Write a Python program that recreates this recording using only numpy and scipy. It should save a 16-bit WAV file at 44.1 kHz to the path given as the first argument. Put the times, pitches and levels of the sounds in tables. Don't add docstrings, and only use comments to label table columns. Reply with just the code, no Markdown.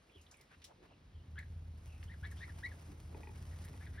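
import sys
import numpy as np
from scipy import signal
from scipy.fft import rfft, irfft
from scipy.io import wavfile

SR = 44100
rng = np.random.default_rng(int(sys.argv[2]) if len(sys.argv) > 2 else 0)


def wav_out(sig):
    wavfile.write(sys.argv[1], SR, np.round(np.clip(np.atleast_2d(sig).T, -1, 1) * 32767).astype(np.int16))


N = 176400
T = np.arange(N) / SR
BIN_HZ = np.fft.rfftfreq(N, 1 / SR)


def from_db(db):
    return 10 ** (np.asarray(db) / 20)


def rms_one(x):
    return x / np.sqrt(np.mean(x ** 2) + 1e-20)


def in_time(rows):
    times, *columns = np.transpose(rows)
    return [np.interp(T, times, column) for column in columns]


def at_hz(points, hz):
    point_hz, value = np.transpose(points)
    return np.interp(np.log(np.maximum(hz, 1)), np.log(point_hz), value)


def drift(rate_hz):
    step, settle = 40, 2000
    pole = np.exp(-2 * np.pi * rate_hz * step / SR)
    white = rng.standard_normal(N // step + settle + 2)
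    slow = signal.lfilter([1], [1, -2 * pole, pole * pole], white)[settle:]
    return np.interp(np.arange(N) / step, np.arange(len(slow)), rms_one(slow))


def ring(clicks, hz, t60):
    pole, angle = np.exp(-np.log(1000) / (t60 * SR)), 2 * np.pi * hz / SR
    return signal.lfilter([0, np.sin(angle)], [1, -2 * pole * np.cos(angle), pole * pole], clicks + 1e-18)


def clicks_at(times, gains):
    return np.bincount(np.clip(np.asarray(times) * SR, 0, N - 1).astype(int), gains, N)


def coloured(x, colour):
    return rms_one(irfft(rfft(x) * from_db(at_hz(colour, BIN_HZ)), N))


def band(spectrum, hz, octaves):
    away = np.log2((BIN_HZ + 1) / hz) / octaves
    return rms_one(irfft(spectrum / (1 + away ** 2) ** 2, N))


def noise(colour=None):
    # frequency in Hz, left-right likeness from 0 to 1.
    likeness = [(100, 1), (300, 0.88), (800, 0.16), (2500, 0.34), (6500, 1)]
    alike = np.clip(at_hz(likeness, BIN_HZ), 0, .999)
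    mid, side = rfft(rng.standard_normal((2, N)))
    white = irfft(np.sqrt(1 + alike) * mid + np.sqrt(1 - alike) * side * [[1], [-1]], N)
    return coloured(white, colour) if colour else rms_one(white)


def swell(middle, length):
    return np.cos(np.pi / 2 * np.clip((T - middle) / length, -1, 1)) ** 2


def outdoor_air(level_db=-68):
    # frequency in Hz, gain in dB.
    air_colour = [(90, 7), (250, -0.5), (1000, -7), (4000, -13.5), (11000, -33), (15500, -78)]
    return from_db(level_db) * noise(air_colour)


def engine(jitter_s=0.00063, spread_db=1.35, gain_db=11, pass_hz=(38, 300)):
    # time in seconds, firings per second, level in dB.
    idle = [(1.282, 19.6, -52), (1.45, 17.4, -49), (1.8, 15.2, -59), (2.2, 18.5, -47.5), (3.0, 15.8, -58.5),
            (4.0, 17.6, -49.5)]
    # time in seconds, level in dB.
    coughs = [(0.164, -62), (0.569, -66.5), (1.146, -54)]
    # frequency in Hz, relative level in dB, t60 in seconds.
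    exhaust = [(49, -13, 0.59), (80.3, -1, 0.38), (149.4, -24.5, 1)]
    # time in seconds, level in dB.
    rumble_fade = [(0, -86), (1.1, -60), (1.35, -58.5), (4, -52.5)]
    # frequency in Hz, gain in dB.
    rumble_colour = [(45, -1), (110, -0.5), (200, -11), (3000, -52)]
    rate, db = in_time(idle)
    cycles = np.cumsum(rate * (T > idle[0][0])) / SR
    fired = np.flatnonzero(np.diff(np.ceil(cycles)) > 0)
    late, loud = rng.standard_normal((len(fired), 2)).T
    pulses = clicks_at(T[fired] + jitter_s * late, from_db(db[fired] + spread_db * loud))
    cough_times, cough_db = np.transpose(coughs)
    pulses += clicks_at(cough_times, from_db(cough_db))
    throb = sum(from_db(level + gain_db) * ring(pulses, hz, t60) for hz, level, t60 in exhaust)
    far_throb = signal.sosfilt(signal.butter(2, pass_hz, "band", fs=SR, output="sos"), throb)
    rumble_db, = in_time(rumble_fade)
    return far_throb + from_db(rumble_db) * noise(rumble_colour)


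def whistles(jitter=0.051):
    # start in seconds, length in seconds, first and last pitch in Hz, relative level in dB.
    glides = [(0.125, 0.089, 3260, 2710, -62), (0.354, 0.093, 2337, 1975, -66),
              (0.884, 0.082, 2890, 2590, -69), (1.134, 0.099, 3270, 2890, -70),
              (1.882, 0.11, 2810, 2520, -65), (2.071, 0.022, 3001, 3240, -63.5),
              (2.37, 0.027, 3170, 3550, -58), (2.545, 0.04, 3250, 3030, -70), (3.36, .075, 5050, 5100, -74),
              (3.515, 0.029, 1927, 1840, -61.5)]
    out, wobble = 0, 1 + jitter * drift(219)
    for start, length, first_hz, last_hz, db in glides:
        hz = np.interp(T, [start, start + length], [first_hz, last_hz]) * wobble
        out += from_db(db) * swell(start + length / 2, length) * np.sin(2 * np.pi * np.cumsum(hz) / SR)
    flutter = (1 + drift(250)) / 2
    return out * flutter


def knocks(spread_db=1.0):
    # time in seconds, level in dB, contact cut-off in Hz.
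    hits = [(3.146, -42.5, 384.3), (3.233, -51.5, 4000), (3.272, -49, 2470), (3.293, -49, 805),
            (3.739, -55.5, 2518)]
    # frequency in Hz, relative level in dB, t60 in seconds.
    boards = [(252, -11, 0.12), (382, -4, 0.065), (441, -9, 0.11), (836, -2.5, 0.08), (925, 0.5, 0.02),
              (1930, -3.5, 0.038), (2470, 0.5, 0.026)]
    times, hit_db, contact_hz = np.transpose(hits)
    scatter_db = spread_db * rng.standard_normal((len(hits), len(boards)))
    out = 0
    for k, (hz, mode_db, t60) in enumerate(boards):
        gains = from_db(hit_db + mode_db + scatter_db[:, k]) / np.hypot(1, hz / contact_hz)
        out += (-1) ** k * ring(clicks_at(times, gains), hz, t60)
    return out


def nest_scuffs(rough_db=3):
    # middle in seconds, length in seconds, level in dB, centre in Hz, width in octaves.
    scuffs = [(0.097, 0.064, -73, 393, 0.76), (0.167, 0.032, -65.5, 356, 0.36),
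              (0.327, 0.032, -69, 900, 1.3), (0.427, 0.039, -70.5, 450, 1.6), (.525, 0.053, -66, 1500, 1.2),
              (.712, 0.054, -67, 654, 0.95), (0.818, 0.069, -67, 360, 0.75), (.848, 0.04, -65.5, 890, 1.86),
              (0.915, 0.045, -66.5, 690, 1), (2.405, 0.066, -72, 4820, 0.45),
              (2.682, 0.49, -70.5, 570, 2.4), (2.916, 0.083, -61.5, 268, 0.64),
              (3.181, 0.14, -59, 330, 1.6), (3.356, 0.03, -68.5, 1510, 1), (3.638, 0.036, -66, 5300, 1.2),
              (3.705, 0.37, -72.5, 495, 1.8)]
    white = rfft(noise())
    roughness = from_db(rough_db * drift(59))
    return roughness * sum(from_db(db) * swell(middle, length) * band(white, hz, octaves)
                           for middle, length, db, hz, octaves in scuffs)


def straw_snaps(attack_s=.002):
    # start in seconds, level in dB, decay in seconds, centre in Hz, width in octaves.
    snaps = [(.096, -56, 0.0055, 2440, 0.16), (.212, -64, 0.011, 6240, 1.1),
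             (.264, -57.5, 0.0052, 3400, 0.2), (.311, -58, 0.013, 6300, 0.76), (0.34, -55, .005, 2450, 0.2),
             (0.368, -63.5, 0.0046, 8860, 0.47), (0.41, -56.5, 0.0046, 4500, 2.1),
             (0.617, -62, 0.02, 2700, 1.2), (0.641, -50, 0.011, 4600, 1.34), (1.389, -51, 0.002, 8200, 1),
             (2.027, -50, .0038, 2157, 0.96), (2.037, -61, 0.0049, 7100, 1.1),
             (2.312, -58, .006, 7740, 0.98), (2.479, -50, .004, 1190, 0.74),
             (3.648, -54.5, 0.006, 10700, .7)]
    out, white = 0, rfft(noise())
    for start, db, decay, hz, octaves in snaps:
        age = np.maximum(T - start, 0)
        envelope = np.minimum(age / attack_s, 1) * np.exp(-age / decay)
        out += from_db(db) * envelope * band(white, hz, octaves)
    return out


def hiss(flutter_db=2.0, crackles_per_s=140, crackle_db=-11, grain_spread_db=4):
    # time in seconds, level in dB.
    hiss_level = [(0, -77.5), (.45, -74.5), (1.0, -89.5), (1.45, -76), (1.75, -76.5), (1.88, -67.5),
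                  (2.15, -72), (2.32, -64), (2.87, -65.5), (3.06, -68.5), (3.6, -63), (4.0, -67.5)]
    # frequency in Hz, gain in dB.
    breath_colour = [(300, 9), (800, 8.5), (1400, 4), (2200, 2.5), (4200, -5.5), (5500, -1.5), (7600, -5),
                     (9500, -4), (13000, -10), (15500, -62)]
    straw_colour = [(300, -15), (3500, -14), (15500, -23.5)]
    onsets = rng.random(N) < crackles_per_s / SR
    strength = from_db(grain_spread_db * np.minimum(rng.exponential(1, N), 4))
    grains = onsets * strength * rng.choice([-1, 1], N)
    crackle = from_db(crackle_db) * coloured(grains, straw_colour)
    level_db, = in_time(hiss_level)
    return from_db(level_db + flutter_db * drift(34)) * (noise(breath_colour) + crackle)


def peeps(jitter=0.01164, shimmer_db=1.5, octave_db=-18, rasp_hz=316, rasp_octave_db=-13.5):
    # middle in seconds, length in seconds, held pitch in Hz, level in dB,
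    # hoarseness from 0 to 1, middle of the tail in seconds, tail level in dB.
    calls = [(1.37, 0.0199, 1559, -58, 0.3, 1.403, -65), (1.385, 0.0119, 1702, -45.5, 0.06, 1.403, -56),
             (1.393, .016, 2078, -50, .3, 1.431, -56.5), (2.11, 0.029, 1830, -55, 0.17, 2.14, -56),
             (2.25, .026, 1700, -45.5, 0.19, 2.322, -56.5), (2.428, .032, 1880, -46.5, 0.13, 2.498, -52.5),
             (2.651, 0.027, 1950, -37.5, 0, 2.719, -55), (3.663, 0.047, 1750, -62.5, 0.98, 3.695, -78),
             (3.823, .026, 1720, -56.5, 0.4, 3.872, -56), (3.948, .03, 1800, -64, 0.96, 3.976, -66),
             (3.998, 0.032, 1750, -46.5, 0.06, 4.06, -60)]
    low_hz, top_hz = 1327, 2232
    fall_s, tail_length_s, bridge_db = 0.0357, 0.013, -71
    corners = np.array([-1, -0.414, 0.198, 0.648])
    wobble = 1 + jitter * drift(135)
    shimmer = from_db(-shimmer_db * drift(86))
    rasp_filter = signal.butter(2, rasp_hz, fs=SR, output="sos")
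    rasp_pair = rms_one(signal.sosfilt(rasp_filter, rng.standard_normal((2, N))))
    rasp = (rasp_pair[0] + 1j * rasp_pair[1]) / np.sqrt(2)
    out = 0
    for middle, length, pitch_hz, db, hoarseness, tail_s, tail_db in calls:
        rise_hz = np.interp(T, middle + length * corners, [low_hz, pitch_hz, pitch_hz, top_hz])
        fall_hz = np.interp(T - tail_s, [-fall_s / 2, fall_s / 2], [top_hz, low_hz])
        tone = np.exp(2j * np.pi * np.cumsum(np.minimum(rise_hz, fall_hz) * wobble) / SR)
        clear = tone + from_db(octave_db) * tone ** 2
        raspy = rasp * tone + from_db(rasp_octave_db) * (rasp * tone) ** 2
        voice = np.imag(np.sqrt(1 - hoarseness) * clear + np.sqrt(hoarseness) * raspy)
        body = from_db(db) * swell(middle, length)
        bridge = from_db(bridge_db) * swell((middle + tail_s) / 2, tail_s - middle)
        tail = from_db(tail_db) * swell(tail_s, tail_length_s)
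        out += (body + bridge + tail) * voice
    return out * shimmer


def shelter(x, t60_s=0.14, wet_db=-6.5, predelay_s=.003):
    age = T[:SR // 2]
    tail = rng.standard_normal((2, len(age))) * np.exp(-np.log(1000) * age / t60_s) * (age > predelay_s)
    tail /= np.sqrt(np.sum(tail ** 2, axis=1, keepdims=True))
    return x + from_db(wet_db) * signal.fftconvolve(x, tail, axes=1)[:, :N]


def scene():
    slightly_left = from_db([[1.14], [-1.14]])
    short_sounds = (peeps() + knocks()) * slightly_left + whistles() + straw_snaps()
    return shelter(short_sounds) + hiss() + nest_scuffs() + engine() + outdoor_air()


def record(dry):
    # frequency in Hz, lead of left over right in radians.
    port_phase = [(1000, 0), (3200, .75), (5400, .6), (6200, 1.7), (7400, 3.14), (10700, 6.28),
                  (15500, 11.4)]
    low_cut_hz, high_cut_hz = 45.5, 16500
    hz = np.fft.rfftfreq(2 * N, 1 / SR)
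    low_cut = 1 / np.sqrt(1 + (low_cut_hz / (hz + 1)) ** 10)
    phase_shift = np.exp(.5j * at_hz(port_phase, hz) * np.array([[1], [-1]]))
    pair = irfft(rfft(dry, 2 * N) * low_cut * phase_shift)[:, :N]
    return signal.sosfilt(signal.cheby2(14, 60, high_cut_hz, fs=SR, output="sos"), pair)


dry = scene()
out = record(dry)
wav_out(out)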